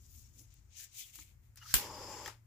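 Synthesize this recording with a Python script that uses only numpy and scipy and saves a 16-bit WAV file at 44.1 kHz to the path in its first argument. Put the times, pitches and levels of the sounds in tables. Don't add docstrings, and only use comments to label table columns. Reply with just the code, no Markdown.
import sys
import numpy as np
from scipy import signal
from scipy.fft import rfft, irfft, next_fast_len
from scipy.io import wavfile

SR = 44100
rng = np.random.default_rng(int(sys.argv[2]) if len(sys.argv) > 2 else 0)


def gain_from_db(level_db):
    decades = np.asarray(level_db, float) / 20
    return 10 ** decades


def store_wav(level_fs):
    pcm = np.round(np.clip(np.atleast_2d(level_fs), -1, 1) * 32767)
    wavfile.write(sys.argv[1], SR, pcm.T.astype(np.int16))


N = 108574
FFT_N = next_fast_len(N)
T = np.arange(N) / SR

SNAP_S, CATCH_S = 1.7407, 0.026
TRIGGER_PAN_DB = 4.5
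# (frequency [Hz], correlation [-1..1])
FLAME_LIKE = [(60, 0.71), (240, 1), (950, 0.92), (3770, 0.21), (15000, -0.19)]
# (frequency [Hz], left over right [dB])
SIDE_LEAN = [(1500, -0.5), (3000, -0.5), (6000, 3.5), (10000, -4.5)]


def rms_one(x):
    return x / np.sqrt(np.mean(x ** 2) + 1e-20)


def in_time(rows):
    s, *columns = np.transpose(rows)
    return [np.interp(T, s, c) for c in columns]


def at_hz(points, hz):
    table_hz, values = np.array(points).T
    return np.interp(np.log(hz), np.log(table_hz), values)


def drift(rate):
    r = np.exp(-80 * np.pi * rate / SR)
    white = rng.standard_normal(N // 40 + 2002)
    slow = signal.lfilter([1], [1, -2 * r, r * r], white)[2000:]
    return np.interp(np.arange(N) / 40, np.arange(len(slow)), rms_one(slow))


def pan(db):
    return gain_from_db(np.array([db / 2, -db / 2]).reshape(2, -1))


def noise(spectrum, like, lean=((1, 0), (2, 0))):
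    hz = np.maximum(np.arange(FFT_N // 2 + 1) * SR / FFT_N, 5.)
    mid, side = rfft(rng.standard_normal((2, FFT_N)))
    c = np.clip(at_hz(like, hz), -1, 1)
    pair = np.sqrt(1 + c) * mid + np.sqrt(1 - c) * side * [[1], [-1]]
    coloured = pair * pan(at_hz(lean, hz)) * gain_from_db(at_hz(spectrum, hz))
    return rms_one(irfft(coloured, FFT_N)[:, :N])


def bands(x, low_hz, count):
    hz = np.maximum(np.arange(FFT_N // 2 + 1) * SR / FFT_N, 1.)
    f = rfft(x, FFT_N)
    place = np.clip(np.log2(hz / low_hz), 0, count - 1)
    slices = []
    for k in range(count):
        share = np.maximum(1 - abs(place - k), 0)
        slices.append((low_hz * 2 ** k, irfft(f * share, FFT_N)[:, :N]))
    return slices


def patchy(x, patchy_db, rate):
    shared = drift(rate)
    return sum(b * gain_from_db(patchy_db * (shared + drift(2 * rate)))
               for hz, b in bands(x, low_hz=125., count=8))


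def resonate(x, hz, width):
    r = np.exp(-np.pi * width / SR)
    poles = [1, -2 * r * np.cos(2 * np.pi * hz / SR), r * r]
    return signal.lfilter([(1 - r * r) / 2, 0, (r * r - 1) / 2], poles, x)


def rub_tone(white, hz, width):
    return rms_one(resonate(resonate(white, hz, width), hz, width))


def swell_at(s, rise, fall):
    return np.exp(-((T - s) / np.where(T < s, rise, fall)) ** 2)


def ring(x, modes):
    out = 0
    for hz, db, t60 in modes:
        r, w = gain_from_db(-60 / (t60 * SR)), 2 * np.pi * hz / SR
        out = out + gain_from_db(db) * signal.lfilter([0, np.sin(w)], [1, -2 * r * np.cos(w), r * r], x + 1e-18)
    return out


def dying(start, t60):
    t = T - start
    return (t >= 0) * gain_from_db(-60 * np.maximum(t, 0) / t60)


def snap():
    # (frequency [Hz], level per Hz [dB])
    spectrum = [(88, -36), (150, -4), (673, -24), (1180, -8.5), (3390, -4.5), (3590, -7), (9710, -7),
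                (12300, -1.5), (15800, 0)]
    # (frequency [Hz], left over right [dB])
    balance = [(60, -6), (550, -1.5), (1100, 4), (2500, 1), (6000, 7), (10000, 0)]
    # (frequency [Hz], correlation [-1..1])
    likeness = [(150, -0.81), (450, 0.9), (1100, 0.67), (2380, -0.053), (15000, -0.087)]
    # (frequency [Hz], decay t60 [s])
    tail_t60 = [(200, 0.33), (1000, 0.23), (3500, 0.28), (12000, 0.2)]
    # (frequency [Hz], level [dB], decay t60 [s], left over right [dB])
    body_modes = [(1530, 3, 0.03, 3), (2900, -6, 0.06, 0), (3660, -5, 0.1, 0), (6190, -9, .03, 7),
                  (7280, 0, 0.03, 8), (7950, -8, .03, 6), (11400, -9, 0.05, -2), (12650, -6, .05, -3),
                  (14800, -3, 0.015, 5)]
    # (time after the snap [s], level [dB])
    rebounds = [
        (.0062, -31),
        (0.0132, -23.5),
        (.0255, -29.5),
    ]
    # (frequency [Hz], level [dB], decay t60 [s])
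    spike_modes = [(7400, 0, .012), (14600, -1, .006)]

    colour = noise(spectrum, likeness, balance)
    crack_t60, lead_s = 0.012, 0.0016
    crack = gain_from_db(-17) * dying(SNAP_S, crack_t60) * gain_from_db(1.0 * drift(400.0))
    crack = crack + gain_from_db(-30) * dying(SNAP_S - lead_s, crack_t60)
    crack = crack + sum(gain_from_db(db) * dying(SNAP_S + s, crack_t60) for s, db in rebounds)
    tail = sum(b * dying(SNAP_S, at_hz(tail_t60, hz)) for hz, b in bands(colour, low_hz=115.7, count=8))

    blow = dying(SNAP_S, 0.0013) * (rng.standard_normal(N) + rng.standard_normal((2, N))) / 6
    body = sum(pan(lean) * ring(blow, [mode]) for *mode, lean in body_modes)
    click = np.gradient(dying(SNAP_S + 0.0002, 0.0012))
    spike = gain_from_db(-8) * ring(click, spike_modes) * [[1], [0.3]]

    since = np.maximum(T - SNAP_S, 0)
    rest_hz, glide_hz, glide_s = 47, 205, 0.0032
    cycles = rest_hz * since + glide_hz * glide_s * (1 - np.exp(-since / glide_s))
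    thump = np.exp(-(since / [[0.015], [0.028]]) ** 2) * np.sin(2 * np.pi * cycles)
    thump = thump * gain_from_db([[-26.5], [-24.5]]) * [[1], [-1]]
    return crack * colour + gain_from_db(-20.5) * tail + gain_from_db(-21.5) * body + spike + thump


def jet():
    # (time [s], level [dB], left over right [dB])
    valve = [(1.555, -91, 1), (1.568, -67.5, -2), (1.575, -57.5, 4.5), (1.6, -63.5, 3.5),
             (1.635, -59.5, 1.5), (1.684, -51.5, 3.5), (1.73, -48, -0.5), (1.739, -53, 4), (1.76, -47, -6),
             (1.89, -54.5, 3.5), (2.02, -51.5, 5.5), (2.25, -53.5, 5.5), (2.29, -57.5, 7.5),
             (2.40, -88.5, 15.5)]
    # (frequency [Hz], level per Hz [dB])
    cold_colour = [(700, -30), (1500, -8), (2300, -12), (3600, -10.5), (4900, -4), (6500, -5), (7600, -9.5),
                   (9300, -21),
                   (10600, -10.5), (12000, -14), (13900, -9), (15300, -15)]
    # (frequency [Hz], level per Hz [dB])
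    hot_colour = [(760, -27), (1300, -7), (3300, -9), (4020, -16.5), (5060, -3), (6100, -9), (7290, -5.5),
                  (8890, -34),
                  (10500, -14), (15800, -22)]
    # (frequency [Hz], width [Hz], share [gain])
    nozzle = [(5050, 750, 0.34), (7420, 700, 1)]

    db, lean = in_time([(1.5, -130, 3.4)] + valve + [(2.46, -120, 4)])
    lit = np.clip((T - SNAP_S) / CATCH_S, 0, 1)
    hot = noise(hot_colour, FLAME_LIKE, SIDE_LEAN)
    whistle = sum(g * gain_from_db(2.5 * drift(4.0)) * resonate(hot, hz, w) for hz, w, g in nozzle)
    hot = rms_one(hot + whistle)
    cold = noise(cold_colour, FLAME_LIKE, SIDE_LEAN)
    gas = (1 - lit) * cold + gain_from_db(0.5) * lit * hot
    return gain_from_db(db) * pan(lean) * patchy(gas, patchy_db=1.5, rate=8.4)


def roar():
    # (frequency [Hz], level per Hz [dB])
    spectrum = [(130, -12), (220, -10.5), (400, -2.5), (620, -4.5), (700, -18), (830, 1), (1080, -4),
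                (1500, -21.5), (2600, -28)]
    shut_s, sag_db_per_s, die_db_per_s = 2.282, 12.5, 316
    db = -49 - sag_db_per_s * abs(T - 2.0) - die_db_per_s * np.maximum(T - shut_s, 0)
    lit = np.clip((T - SNAP_S) / CATCH_S, 0, 1)
    flame = patchy(noise(spectrum, FLAME_LIKE), patchy_db=0.5, rate=11.0)
    return lit * gain_from_db(db) * pan(2.5) * flame


def ticks():
    contact_s = [
        .5407,
        1.1556,
        1.1868,
        1.5584,
        1.5728,
        1.6217,
        2.2596,
        2.2768,
    ]
    # (body level [dB], crack level [dB], length [s])
    contacts = [(-82, -60, 0.0025), (-65, -45.5, 0.0035), (-53.5, -73, 0.004), (-73.5, -56.5, 0.0031),
                (-58.5, -55, 0.0029), (-52.5, -86, 0.021), (-37, -50.5, 0.0045), (-35.5, -46, 0.0035)]
    # (frequency [Hz], level [dB], decay t60 [s])
    modes = [(871, -10.5, 0.044), (1294, -2.5, 0.031), (1900, -2, 0.014), (2330, -7, 0.0086),
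             (3360, -2, 0.0075), (4100, -7.5, 0.0075), (6100, -1, 0.0048), (7300, -11, .004)]
    # (frequency [Hz], level per Hz [dB])
    echo = [(500, -9), (1300, -6.5), (3300, -11), (7000, -19.5), (15500, -23)]
    # (frequency [Hz], correlation [-1..1])
    echo_like = [(500, .8), (1100, 0.18), (8000, .05)]

    dull, bright, tail = 0, 0, 0
    chatter = rng.standard_normal((2, N)) * gain_from_db(2.0 * drift(500.0))
    chatter[:, (np.array(contact_s) * SR).astype(int) + 2] = 3.5
    for s, (body_db, crack_db, length) in zip(contact_s, contacts):
        burst = (T >= s) * np.exp(-(np.maximum(T - s, 0) / length) ** 2)
        dull = dull + burst * gain_from_db(body_db) * np.sqrt(0.0016 / length)
        bright = bright + burst * gain_from_db(crack_db)
        tail = tail + dying(s + length, 0.2) * gain_from_db(body_db - 14)

    body = sum(ring(dull * chatter[0], [mode]) * (-1) ** k for k, mode in enumerate(modes))
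    crack = signal.lfilter([0.8, -0.6], [1], bright * (chatter[0] + 0.43 * chatter))
    x = gain_from_db(-15.5) * body + crack + tail * noise(echo, echo_like)
    high_pass = signal.butter(3, 750, "high", fs=SR, output="sos")
    return pan(TRIGGER_PAN_DB) * signal.sosfilt(high_pass, x)


def rubs():
    # (time [s], level [dB], frequency [Hz], width [Hz], length [s])
    squeaks = [(2.17, -63.5, 1800, 990, .07), (1.575, -61, 6600, 900, 0.0027),
               (1.7, -63, 16000, 1200, .035), (.253, -69, 5600, 250, .012), (0.42, -66, 10900, 570, .012),
               (0.57, -68, 6800, 370, 0.0045), (1.2, -50.5, 6800, 820, .003),
               (1.221, -65, 2280, 410, 0.014), (0.778, -60, 6100, 500, 0.019),
               (.825, -68.5, 1760, 410, 0.041), (0.995, -59, 3240, 450, 0.017),
               (1.04, -59, 3300, 600, 0.019), (1, -66, 6960, 500, 0.022), (1.62, -64, 1320, 180, 0.0052),
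               (1.625, -57, 2890, 170, 0.013), (1.626, -63, 1420, 350, .014), (1.66, -61, 1300, 240, 0.013),
               (1.732, -68.5, 1500, 200, .03), (2.03, -54, 5050, 570, 0.095)]
    # (frequency [Hz], correlation [-1..1])
    likeness = [(1000, 0.81), (8000, .3)]
    white = noise([(500, 0.0007), (9000, 0.0017)], likeness)
    return pan(TRIGGER_PAN_DB) * sum(gain_from_db(db) * rub_tone(white, hz, width) * swell_at(s, length, length)
                                     for s, db, hz, width, length in squeaks)


def swish():
    # (peak time [s], level [dB], rise [s], fall [s], crispness [dB])
    strokes = [(0.042, -68, 0.051, 0.083, 4), (0.167, -63.5, 0.061, 0.047, 10.5),
               (.26, -67.5, 0.06, 0.072, 0.5), (.405, -61, 0.047, 0.045, 2.5),
               (0.546, -70, 0.11, 0.075, -8), (0.754, -62, 0.044, 0.053, -18),
               (0.811, -52, 0.035, 0.044, 4), (.89, -63.5, 0.14, 0.15, -14), (0.978, -50, 0.036, 0.074, 5),
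               (1.019, -52.5, 0.015, 0.018, -13), (1.081, -59.5, 0.026, 0.078, 0),
               (1.154, -51.5, 0.019, 0.052, 3.5), (1.229, -62, 0.021, 0.088, 1.5),
               (1.455, -77.5, 0.031, 0.047, 6.5)]
    # (frequency [Hz], level per Hz [dB])
    cloth = [(1200, -34), (1700, -24), (2200, -10), (3260, -9), (4300, -8.5), (6950, 0), (9000, -14),
             (15500, -6)]
    # (frequency [Hz], correlation [-1..1])
    cloth_like = [(60, 0.78), (380, 0.65), (2380, 0.013), (15000, 0.0097)]

    soft, crisp = 0, 0
    for s, db, rise, fall, crisp_db in strokes:
        gain = gain_from_db(db) * swell_at(s, rise, fall)
        soft = soft + gain
        crisp = crisp + gain * gain_from_db(crisp_db)
    x = patchy(noise(cloth, cloth_like, SIDE_LEAN), patchy_db=1.74, rate=12.5)
    x = x * gain_from_db(1.0 * drift(300.0))
    crisp_hz, body_hz = 9380, 5161
    high = signal.sosfilt(signal.butter(4, crisp_hz, "high", fs=SR, output="sos"), x)
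    low = signal.sosfilt(signal.butter(4, crisp_hz, "low", fs=SR, output="sos"), x)
    body = signal.sosfilt(signal.butter(3, body_hz, "low", fs=SR, output="sos"), low)
    low = low + (gain_from_db(-1.5 + 6 * T) - 1) * body
    return pan(9 - 2 * T) * (soft * low + crisp * high)


def knocks():
    # (time [s], level [dB], frequency [Hz])
    shifts = [
        (0.171, -74.5, 218),
        (0.372, -64.5, 194),
        (0.407, -67.5, 252),
        (1.189, -68.5, 265),
    ]
    white, fall = rng.standard_normal(N), 0.025
    return sum(gain_from_db(db) * rub_tone(white, hz, hz / 2) * swell_at(s, fall / 3, fall) for s, db, hz in shifts)


def room():
    # (frequency [Hz], level per Hz [dB])
    air = [(250, -6.5), (500, -10.5), (1000, -10), (2100, -10), (3500, -22), (7300, -14), (9000, -22),
           (15800, -14.5)]
    rumble_colour = [(12, -46), (20, -14.5), (53, 2), (106, -1), (145, -13.5), (178, -16.5), (343, -25),
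                     (700, -51.5), (910, -70.5), (1540, -120)]
    # (frequency [Hz], correlation [-1..1])
    likeness = [(60, 0.92), (115, 0.96), (240, 0.71), (500, 0.27), (1100, 0.058), (3770, 0)]
    # (frequency [Hz], left over right [dB])
    balance = [(55, 5.5), (85, 6), (110, 0), (240, 0.5), (950, 3), (15000, 5.5)]
    # (frequency [Hz], width [Hz], level [dB])
    hum_lines = [(114.67, 3.47, -68), (83.3, 7.6, -68.5), (57.2, 34, -71)]
    # (time [s], rumble level [dB], motor level [dB])
    swells = [(0, 5.5, 4.5), (.3, 3.5, 1.5), (.6, 2.5, 0), (.9, -7, -8), (1.1, -3.5, -3.5),
              (1.25, 3.5, 4.5), (1.6, -1, 3.5), (2.0, 1, 6), (2.3, -0.5, 5), (2.46, -0.5, 1)]

    swell, motor_swell = in_time(swells)
    white = noise([(20, 0), (200, 0)], likeness, balance)
    motor, *hum = [gain_from_db(db) * rub_tone(white, hz, width) for hz, width, db in hum_lines]
    rumble = gain_from_db(-64.5) * noise(rumble_colour, likeness, balance)
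    quiet_air = gain_from_db(-75.5) * noise(air, likeness, balance)
    return quiet_air + gain_from_db(swell) * (sum(hum) + rumble) + gain_from_db(motor_swell) * motor


def scene():
    return snap() + jet() + roar() + ticks() + rubs() + swish() + knocks() + room()


def band_limit(x):
    return signal.sosfilt(signal.butter(12, 16900, fs=SR, output="sos"), x)


def record(dry):
    top_cut = signal.ellip(10, 0.5, 45, 15450, fs=SR, output="sos")
    mix = signal.sosfilt(top_cut, dry)
    return band_limit(mix)


dry = scene()
out = record(dry)
store_wav(out)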